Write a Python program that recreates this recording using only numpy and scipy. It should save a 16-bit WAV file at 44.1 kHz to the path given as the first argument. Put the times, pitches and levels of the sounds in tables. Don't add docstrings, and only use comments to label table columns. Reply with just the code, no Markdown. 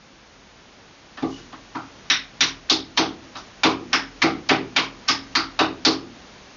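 import sys
import numpy as np
from scipy import signal
from scipy.fft import rfft, irfft
from scipy.io import wavfile

SR = 44100
rng = np.random.default_rng(int(sys.argv[2]) if len(sys.argv) > 2 else 0)


def transcribe(signal):
    frames = np.atleast_2d(signal).T
    limited = np.clip(frames, -1, 1)
    pcm = np.round(limited * 32767).astype(np.int16)
    wavfile.write(sys.argv[1], SR, pcm)


def how_loud(loudness_db):
    steps = np.asarray(loudness_db, float) / 20
    return 10 ** steps


N = 289679

KNEE_DB, SQUEEZE = -15, 0.34
# start_s, bite_db, brightness (dB per octave),
BLOWS = [(1.172, -23.5, -5, 0, -60), (1.223, -24.5, -5.5, 2, -21), (1.526, -28.5, -7.5, 0, -44),
         (1.75, -24, -7.5, 2.5, -31.5), (2.1, 3.5, -3.5, -8, -32), (2.407, 3.5, .5, -3, -25),
         (2.698, -5, 2.5, 3, -19), (2.974, -.5, -1.5, 1, -15.5), (3.353, -22.5, -5.5, .5, -48),
         (3.634, .5, -1.5, .5, -13), (3.93, 3, -5, -6, -24), (4.219, 0, 1, -1.5, -13.5),
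         (4.493, 2.5, -4.5, -2, -13.5), (4.763, .5, -2, 0, -23), (5.085, 0, .5, -1.5, -24.5),
         (5.352, -1, 1, -1, -23), (5.591, -1.5, -5.5, 0, -15), (5.85, 1.5, -1, 0, -14)]


def rms_one(x):
    return x / np.sqrt(np.mean(x ** 2) + 1e-20)


def at_hz(points, hz):
    table_hz, values = np.array(points).T
    return np.interp(np.log(hz), np.log(table_hz), values)


def before_gain(db):
    over_db = np.maximum(db - KNEE_DB, 0)
    return how_loud(db + over_db * SQUEEZE / (1 - SQUEEZE))


def clicks_at(times_s, gains):
    clicks = np.zeros(N + 1)
    for start_s, gain in zip(times_s, gains):
        clicks[round(start_s * SR)] += gain
    return clicks[:N] + 1e-18


def resonance(x, hz, width_hz):
    r = np.exp(-np.pi * width_hz / SR)
    feedback = [1, -2 * r * np.cos(2 * np.pi * hz / SR), r * r]
    return signal.lfilter([(1 - r * r) / 2, 0, (r * r - 1) / 2], feedback, x)


def sounded(rings, times_s, gains):
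    out = 0
    for k, ((hz, width_hz, db), gain) in enumerate(zip(rings, gains)):
        clicks = clicks_at(times_s, gain * how_loud(db))
        narrowed = resonance(clicks, hz, width_hz)
        out = out + (-1) ** k * resonance(narrowed, hz, 2.68 * width_hz)
    return out


def dying_tone(clicks, hz, t60_s):
    r = how_loud(-60 / (t60_s * SR))
    w = 2 * np.pi * hz / SR
    return signal.lfilter([0, np.sin(w)], [1, -2 * r * np.cos(w), r * r], clicks)


def struck(modes, times_s, gains, build_s, spread_db):
    out = 0
    luck = rng.standard_normal((len(times_s), len(modes)))
    for k, (hz, db, t60_s, polarity) in enumerate(modes):
        clicks = clicks_at(times_s, gains * how_loud(db + spread_db * luck[:, k]))
        swell = dying_tone(clicks, hz, build_s * np.log(1000))
        out = out + polarity * (dying_tone(clicks, hz, t60_s) - swell)
    return out


def stroke(start_s, swell_s, hold_s, db, fade_db_s):
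    t = np.arange(N) / SR - start_s
    swell = np.clip(t / swell_s, 0, 1) ** 2
    return swell * how_loud(db - fade_db_s * np.maximum(t - swell_s - hold_s, 0))


def hiss():
    # pitch_hz, level_db
    colour = [(20, -16.5), (45, 0.5), (100, -2.5), (220, -0.5), (450, -4), (814, -5.5), (1340, -7.5),
              (3000, -10.5), (6600, -15), (7050, -14), (7250, -37), (8000, -70)]
    # time_s, level_db
    drift = [(0, -50), (1.1, -48.5), (2, -46), (3.3, -46), (5, -44.5), (6.57, -45.5)]
    hz = np.maximum(np.fft.rfftfreq(N, 1 / SR), 1)
    noise = irfft(rfft(rng.standard_normal(N)) * how_loud(at_hz(colour, hz)), N)
    return rms_one(noise) * how_loud(np.interp(np.arange(N) / SR, *np.transpose(drift)))


def slide():
    noise = rng.standard_normal((2, N))
    squeak = rms_one(resonance(noise[0], hz=2934, width_hz=60))
    rustle = rms_one(resonance(noise[1], hz=4500, width_hz=4500))
    return (squeak * stroke(start_s=1.30, swell_s=.03, hold_s=.035, db=-48, fade_db_s=170)
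            + rustle * stroke(start_s=1.12, swell_s=.2, hold_s=.07, db=-48, fade_db_s=120))


def landings():
    start_s, bite_db, _, _, thud_db = np.transpose(BLOWS)
    sink_s, tap_db = .011, -15
    return start_s + sink_s * (bite_db > tap_db), bite_db, thud_db


def floor_sway():
    # pitch_hz, level_db, t60_s, polarity
    floor_mode = [(41.9, -1.5, 1, 1)]
    land_s, bite_db, thud_db = landings()
    sway_db = -52 + .4 * bite_db - .6 * np.maximum(thud_db, -25)
    return struck(floor_mode, land_s, how_loud(sway_db), build_s=0.056, spread_db=2.0)


def wall_air():
    # pitch_hz, level_db, t60_s, polarity
    air_modes = [(82.2, -13, .7, 1), (117.2, -6.5, 0.66, -1), (156.2, -1, 0.43, 1), (161.8, -10, 0.36, 1)]
    land_s, bite_db, thud_db = landings()
    wall_db = -13.5 - .25 * thud_db + .12 * bite_db
    gains = before_gain(thud_db) * how_loud(wall_db)
    return struck(air_modes, land_s, gains, build_s=0.0085, spread_db=3.0)


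def block_tones():
    # pitch_hz, level_db, t60_s, polarity
    block_modes = [(203, -16, .45, 1), (240, -16, .4, -1), (266, -4, .3, 1), (274.5, -7, .45, 1),
                   (317, 1, .29, -1), (331, 0, .24, 1), (350, -15, .3, -1), (385, -7, .28, 1),
                   (396, -11, .33, 1), (422, -10, .25, -1), (461, -9, .25, 1), (800, -8, .2, -1),
                   (828, -8, .17, 1), (870, -11, .2, -1)]
    land_s, bite_db, thud_db = landings()
    gains = before_gain(thud_db)
    split_hz, deep_db = 295, -17
    lower = [mode for mode in block_modes if mode[0] <= split_hz]
    upper = [mode for mode in block_modes if mode[0] > split_hz]
    reach = how_loud(.45 * np.minimum(thud_db - deep_db, 0))
    hum = struck(lower, land_s, gains * how_loud(2.5), build_s=0.007, spread_db=2.5)
    hum = hum + struck(upper, land_s, gains * reach * how_loud(3.5), build_s=0.0088, spread_db=2.5)
    jolt_hz, fall_db = 275, 22
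    near = [(hz, -fall_db * np.log2(hz / jolt_hz) ** 2, t60_s, sign)
            for hz, _, t60_s, sign in block_modes]
    enter_s = np.array(BLOWS)[:, 0]
    return hum + struck(near, enter_s, how_loud(-35 + .7 * bite_db), build_s=0.004, spread_db=3.0)


def foot_knock():
    # pitch_hz, width_hz, level_db
    foot_rings = [(345, 270, -11.5), (580, 300, -11.5), (768.5, 87, -3), (1207, 130, -9.5)]
    land_s, bite_db, thud_db = landings()
    knock_db = 49 + .9 * thud_db - .12 * bite_db
    gains = before_gain(thud_db) * how_loud(knock_db)
    return sounded(foot_rings, land_s, [gains] * len(foot_rings))


def grazes(level_db):
    # start_s, level_db, pitch_hz
    touches = [(2.4, -36, 3200), (2.69, -25, 1600), (2.968, -24, 4200), (3.923, -26, 1600),
               (4.216, -22, 2200), (4.4885, -16, 4300), (4.756, -30, 1900), (4.761, -23, 3500),
               (5.075, -27, 1700), (5.082, -11, 1200), (5.0805, -19, 5200), (5.849, -24, 4500),
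               (5.59, -17, 3000), (3.367, -36, 5000), (1.38, -40, 1400)]
    out = 0
    for start_s, db, hz in touches:
        out = out + sounded([(hz, 0.33 * hz, db)], [start_s], np.array([[how_loud(level_db)]]))
    return out


def cracks(level_db, chip_db, chip_width_hz):
    # pitch_hz, width_hz, level_db
    bite_rings = [(770, 610, -1), (1325, 1030, -3.5), (2098, 920, 0), (3565, 1160, -2), (5064, 1480, -3.5),
                  (7230, 460, -12)]
    # main_hz, level_db, second_hz
    chips = [(1800, -13, 1330), (1470, -17, 2130), (1850, -18.5, 1240), (1300, 0, 1050), (3770, 10, 5550),
             (5640, 4.5, 3770), (3690, 8, 4100), (3430, .5, 6300), (1340, -13.5, 3820), (910, 9, 2310),
             (5300, 4, 1830), (1270, 9.5, 2170), (1020, 2.5, 2290), (2270, 3.5, 3210), (5210, 6, 1210),
             (1290, 11, 4750), (3800, -2, 3020), (4620, 10.5, 5160)]
    start_s, bite_db, bright, hollow, _ = np.transpose(BLOWS)
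    ring_hz = np.array(bite_rings)[:, :1]
    octaves = np.log2(ring_hz[:-1] / 2000)
    rings_db = bite_db + bright * octaves + hollow * octaves ** 2
    rings_db = np.vstack([rings_db, rings_db[2:].mean(axis=0)])
    peak_db = np.max(rings_db, axis=0) - 10
    gains = before_gain(peak_db) * how_loud(level_db - peak_db)
    out = sounded(bite_rings, start_s, gains * how_loud(rings_db))
    for gain, at_s, (main_hz, db, second_hz) in zip(gains, start_s, chips):
        for hz, tone_db in (main_hz, db), (second_hz, db - 5):
            in_step = (-1) ** np.argmin(np.abs(np.log(ring_hz / hz)))
            width_hz = chip_width_hz + .07 * hz
            out += sounded([(hz, width_hz, tone_db + chip_db)], [at_s], np.array([[in_step * gain]]))
    return out


def shop(x, wet_db, build_s, patchy_db, uneven):
    # pitch_hz, t60_s
    echo_t60 = [(200, 1), (500, 0.25), (1100, 0.27), (2900, 0.25), (5500, 0.22), (7200, 0.18)]
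    t = np.arange(SR // 2) / SR
    edges_hz = 100 * 2 ** np.arange(0, 6.5, .25)
    clump_s = np.arange(0, .51, .009)
    white = rng.standard_normal((2, len(t)))
    tail = 0
    for k, (low, high) in enumerate(zip(edges_hz, edges_hz[1:])):
        band_pass = signal.butter(2, [low, high], "band", fs=SR, output="sos")
        band = signal.sosfilt(band_pass, white[k % 2])
        t60_s = at_hz(echo_t60, np.sqrt(low * high)) * np.exp(uneven * rng.standard_normal())
        clumps_db = patchy_db * np.interp(t, clump_s, rng.standard_normal(len(clump_s)))
        tail = tail + band * how_loud(clumps_db - 60 * t / t60_s)
    tail *= 1 - np.exp(-t / build_s)
    tail *= how_loud(wet_db) / np.sqrt(np.sum(tail ** 2))
    tail[0] += 1
    return signal.fftconvolve(x, tail)[:N]


def scene():
    sharp = cracks(level_db=8, chip_db=-4.0, chip_width_hz=150) + grazes(level_db=19) + foot_knock()
    blow = np.searchsorted(np.array(BLOWS)[:, 0] - .015, np.arange(N) / SR)
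    echoed = 0
    for k in range(4):
        part = sharp * (blow % 4 == k)
        echoed = echoed + shop(part, wet_db=13, build_s=0.00097, patchy_db=2.0, uneven=0.035)
    thuds = block_tones() + wall_air() + floor_sway()
    return (echoed + thuds + slide() + hiss())[None]


def low_pass(x):
    return signal.sosfilt(signal.butter(12, 7440, fs=SR, output="sos"), x)


def record(dry):
    release_db_s, attack_s = 22, 0.00067
    ramp_db = release_db_s * np.arange(N) / SR
    level_db = 20 * np.log10(np.abs(dry[0]) + 1e-9)
    duck_db = SQUEEZE * np.maximum(level_db - KNEE_DB, 0)
    held_db = np.maximum.accumulate(duck_db + ramp_db) - ramp_db
    r = np.exp(-1 / (attack_s * SR))
    x = dry * how_loud(-signal.lfilter([1 - r], [1, -r], held_db))
    x = 0.51 * np.tanh(x / 0.51)
    top_cut = signal.cheby2(12, 68, 8180, fs=SR, output="sos")
    return low_pass(signal.sosfilt(top_cut, x))


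dry = scene()
out = record(dry)
transcribe(out)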